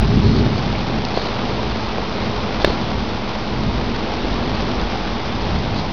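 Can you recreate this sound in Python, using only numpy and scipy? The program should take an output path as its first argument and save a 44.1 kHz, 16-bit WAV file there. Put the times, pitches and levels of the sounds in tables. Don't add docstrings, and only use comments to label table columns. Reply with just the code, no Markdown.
import sys
import numpy as np
from scipy import signal
from scipy.fft import rfft, irfft
from scipy.io import wavfile
from scipy.ndimage import uniform_filter1d

SR = 44100
rng = np.random.default_rng(int(sys.argv[2]) if len(sys.argv) > 2 else 0)


def master_out(mix):
    frames = np.transpose(np.atleast_2d(mix))
    ceiling = np.clip(frames, -1, 1)
    pcm = np.round(ceiling * 32767).astype(np.int16)
    wavfile.write(sys.argv[1], SR, pcm)


def level_to_linear(level):
    exponent = np.asarray(level, float) / 20
    return 10 ** exponent


N = 261072

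# (peak time [s], length [s], push on the microphone port [dB],
# boom of the window opening [dB], rain flung on the roof [dB])
GUSTS = [(0.0, .1, -16.5, -28, -20), (0.155, 0.15, -23, -15, -20), (0.314, 0.24, -21, -17, -17),
         (0.514, 0.23, -30.5, -22, -23.5), (0.719, 0.12, -27, -25, -28), (0.952, 0.19, -29.5, -26, -24.5),
         (1.498, 0.38, -39.5, -30, -28.5), (1.705, 0.3, -29, -32.5, -41), (2.314, 0.28, -31, -29, -27.5),
         (2.662, 0.12, -26, -39, -28.5), (2.93, 0.35, -29, -29, -27), (3.666, .22, -26, -24.5, -25.5),
         (3.873, 0.21, -26, -32, -27), (4.31, 0.24, -27, -34.5, -26.5), (4.53, 0.24, -26.5, -27.5, -28),
         (4.694, 0.094, -31, -33, -25), (4.853, 0.23, -26, -37.5, -30.5), (5.16, .14, -28, -42, -33),
         (5.33, .16, -37, -30.5, -32), (5.547, 0.18, -22.5, -26.5, -28), (5.746, 0.17, -31, -25, -28.5)]
# (frequency [Hz], density [dB per Hz])
WIND_SPECTRUM = [(15, -25.5), (28, -11), (38, 2), (50, 7), (65, 0.5), (85, -3.5), (120, -48.5)]
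# (frequency [Hz], density [dB per Hz])
CAVITY_SPECTRUM = [(55, -30.5), (80, -3.5), (108, 5), (130, -2.5), (160, 1), (220, -48)]
# (time [s], level [dB])
DOWNPOUR = [(0, -27), (.17, -29.5), (.42, -28), (.72, -27), (.95, -28), (1.22, -26.5), (2.02, -27.5),
            (2.2, -27), (2.48, -27.5), (2.67, -26), (2.9, -28), (3.55, -28.5), (4.2, -27), (4.55, -27),
            (4.68, -27), (5.42, -27.5), (5.8, -27.5), (5.92, -29)]
# (frequency [Hz], density [dB per Hz])
RAIN_SPECTRUM = [(200, -25.5), (330, 1), (364, -13), (425, -2.5), (600, -4), (820, -3), (1150, -8),
                 (1450, -12), (1800, -16.5), (2150, -14.5), (2900, -18), (3500, -16.5), (4600, -22.5),
                 (6200, -23)]
# (frequency [Hz], density [dB per Hz])
ROOF_SPECTRUM = [(150, -29), (185, 2.5), (235, 3), (300, -8.5), (350, -7), (420, -6.5), (520, -41.5)]
# (start [s], length [s], level [dB], swell from start to end [dB])
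RUBS = [
    (0.222, 0.19, -35.5, 2),
    (1.137, .17, -36, 0),
    (2.603, .15, -37.5, -5),
    (5.755, 0.05, -34.5, 1),
]
# (frequency [Hz], density [dB per Hz])
SCRAPE_SPECTRUM = [(2800, -25), (3600, -10), (4050, -2), (4450, 0), (4900, -6), (5500, -16), (6500, -40)]
# (time [s], peak [dB], pitch [Hz])
TICKS = [(.4096, -15, 4800), (.5378, -16, 4800), (.5805, -10.5, 4800), (.6608, -9, 4800),
         (.7904, -10.5, 4400), (1.0512, -2, 4600), (4.089, -14, 4700), (4.3293, -14, 3900),
         (4.6075, -14, 4700), (4.899, -14, 4500), (5.4201, -8.5, 4800), (5.559, -15, 4800),
         (5.589, -15, 4800), (5.7451, -16, 4800)]
# (time [s], peak [dB], pitch [Hz], ring [s])
PLINKS = [
    (0.7526, -13.5, 2300, 0.0071),
    (1.0511, -17, 2800, 0.006),
    (1.1766, -20, 4370, 0.018),
    (2.6179, -18, 3480, 0.013),
    (2.6788, -18, 3140, 0.014),
    (3.0224, -28, 3030, 0.0097),
]
# (time [s], peak [dB], pitch [Hz], ring
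# [s])
THUDS = [(0.899, -16, 301, 0.0091), (1.1743, -14, 655, 0.012), (1.176, -12, 400, 0.04),
         (1.758, -18, 390, 0.025), (1.883, -16, 886, 0.0093), (1.984, -5, 516, 0.0048),
         (2.676, -7, 393, 0.0092), (2.681, -10.5, 312, 0.01), (2.697, -17, 676, 0.012),
         (2.702, -9, 317, 0.016), (2.76, -21, 735, 0.012), (3.794, -17, 498, 0.01)]
# (time [s], peak [dB], brightness [dB per octave], mode pitch [factor])
KNOCKS = [
    (1.1739, -19, 0, .97),
    (1.1742, -7, -2.5, 1.0),
    (1.1772, -19, 0, 1.0),
    (2.6453, -11, 3, .97),
    (2.6458, 4, -.4, .99),
    (2.6478, -6, 1.5, 1.03),
]
# (frequency [Hz], level [dB], 60 dB decay [s])
HOUSING = [(399, -7.5, 0.018), (627, 0.5, 0.013), (956, -6.5, .011), (1770, -5.5, 0.014),
           (2300, -10, 0.011), (2850, -8, .012), (3456, -7, 0.014), (4324, -14, 0.013),
           (5160, -13.5, 0.0098)]


def evened(x):
    return x / np.sqrt(np.mean(x ** 2) + 1e-20)


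def steadied(x, seconds):
    size = round(seconds * SR)
    power = uniform_filter1d(uniform_filter1d(x ** 2, size=size), size=size)
    return x / np.sqrt(power + 1e-9)


def coloured(x, spectrum):
    hz, db = np.transpose(spectrum)
    bins = np.fft.rfftfreq(len(x), 1 / SR)
    gain = level_to_linear(np.interp(np.log(bins + 1), np.log(hz + 1), db))
    return evened(irfft(rfft(x) * gain, len(x)))


def patchy(patchy_db, flicker_db, size):
    frames = 4 * N // size + 5
    real, imaginary, patches = rng.standard_normal((frames, size // 2 + 1, 3)).T
    patches = uniform_filter1d(patches, size=6, axis=0)
    patches = evened(uniform_filter1d(patches, size=12, axis=1))
    flicker = evened(uniform_filter1d(rng.standard_normal(frames), size=3))
    z = (real + 1j * imaginary) * level_to_linear(patchy_db * patches + flicker_db * flicker)
    return signal.istft(z, nperseg=size, noverlap=3 * size // 4)[1][:N]


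def drops(per_s, spread_db):
    size = level_to_linear(spread_db * np.minimum(rng.exponential(1, N), 3.5))
    lands = rng.random(N) < per_s / SR
    return evened(size * lands * rng.choice([-1, 1], N))


def ring(hz, t60):
    t = np.arange(round(0.08 * SR)) / SR
    onset = 1 - np.exp(-t / 0.00025)
    return np.sin(2 * np.pi * hz * t) * level_to_linear(-60 * t / t60) * onset


def add(mix, s, sound):
    part = mix[round(s * SR):][:len(sound)]
    part += sound[:len(part)]


def gusting(column, calm_db):
    rows = np.array(GUSTS)
    t = np.arange(0, N + 256, 256) / SR
    peak_s, length_s = rows[:, :1], rows[:, 1:2]
    bells = np.exp(-4 * np.log(2) * ((t - peak_s) / length_s) ** 2)
    power = level_to_linear(calm_db) ** 2 + level_to_linear(rows[:, column]) ** 2 @ bells
    return np.interp(np.arange(N) / SR, t, np.sqrt(power))


def wind():
    push = steadied(coloured(rng.standard_normal(N), WIND_SPECTRUM), seconds=0.33)
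    boom = steadied(coloured(rng.standard_normal(N), CAVITY_SPECTRUM), seconds=0.13)
    gusts = gusting(column=2, calm_db=-34.5) * push + gusting(column=3, calm_db=-33.5) * boom
    dying_buffet = 0.5 * np.exp(-np.arange(N) / SR / 0.0015)
    return level_to_linear(-0.3) * gusts + dying_buffet


def rain():
    puff = level_to_linear(-60 * np.arange(600) / SR / 0.0084)
    puffs = signal.oaconvolve(abs(drops(per_s=900, spread_db=2)), puff)[:N]
    near = evened(puffs * rng.standard_normal(N))
    far = evened(patchy(patchy_db=0.5, flicker_db=0.5, size=512))
    s, db = np.transpose(DOWNPOUR)
    strength = level_to_linear(np.interp(np.arange(N) / SR, s, db) + 2.0)
    return strength * coloured(far + level_to_linear(-4.5) * near, RAIN_SPECTRUM)


def roof():
    drive = drops(per_s=620, spread_db=3.5) + level_to_linear(2.5) * rng.standard_normal(N)
    drumming = steadied(coloured(drive, ROOF_SPECTRUM), seconds=0.15)
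    return gusting(column=4, calm_db=-29) * level_to_linear(-0.5) * drumming


def strokes():
    edge_s = 0.024
    t, out = np.arange(N) / SR, np.zeros(N)
    for start, length, db, swell_db in RUBS:
        inside = np.minimum(t - start, start + length - t)
        edges = np.clip(inside / edge_s + 0.5, 0, 1)
        along = np.clip((t - start) / length, 0, 1)
        out += edges ** 2 * level_to_linear(db + swell_db * (along - 0.5))
    return out


def scrape():
    hiss = patchy(patchy_db=-1.5, flicker_db=0.5, size=256)
    return strokes() * coloured(hiss, SCRAPE_SPECTRUM)


def drips():
    tick_ring_s = 0.0026
    ticks = [(*tick, tick_ring_s) for tick in TICKS]
    out = np.zeros(N)
    for s, db, hz, t60 in [*ticks, *PLINKS, *THUDS]:
        overtone = 0.7 * ring(1.21 * hz, 0.8 * t60)
        add(out, s, level_to_linear(db) * (ring(hz, t60) + overtone))
    return out


def knocks():
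    out = np.zeros(N)
    for s, db, tilt_db, pitch in KNOCKS:
        body = 0
        for hz, mode_db, t60 in HOUSING:
            level_db = mode_db + tilt_db * np.log2(hz / 640)
            body = body + level_to_linear(level_db) * ring(hz * pitch, t60)
        add(out, s, level_to_linear(db) * body / abs(body).max())
    return out


def scene():
    return (wind() + rain() + roof() + scrape() + drips() + knocks())[None]


def top_cut(x):
    return signal.sosfilt(signal.butter(12, 17200, fs=SR, output="sos"), x)


def record(dry):
    step, first = 4, 2
    levels, offset = 128, 0.0336
    running = np.pad(dry, ((0, 0), (32, 32)), "edge")
    held = np.zeros(running.shape)
    sampled = np.round((running[:, first::step] + offset) * levels) / levels
    held[:, first::step] = np.clip(sampled, -1, 1)
    smooth = step * signal.firwin(65, 1 / step, window=("kaiser", 9))
    mix = np.clip(signal.oaconvolve(held, smooth[None], "valid"), -1, 1)
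    return top_cut(mix)


dry = scene()
out = record(dry)
master_out(out)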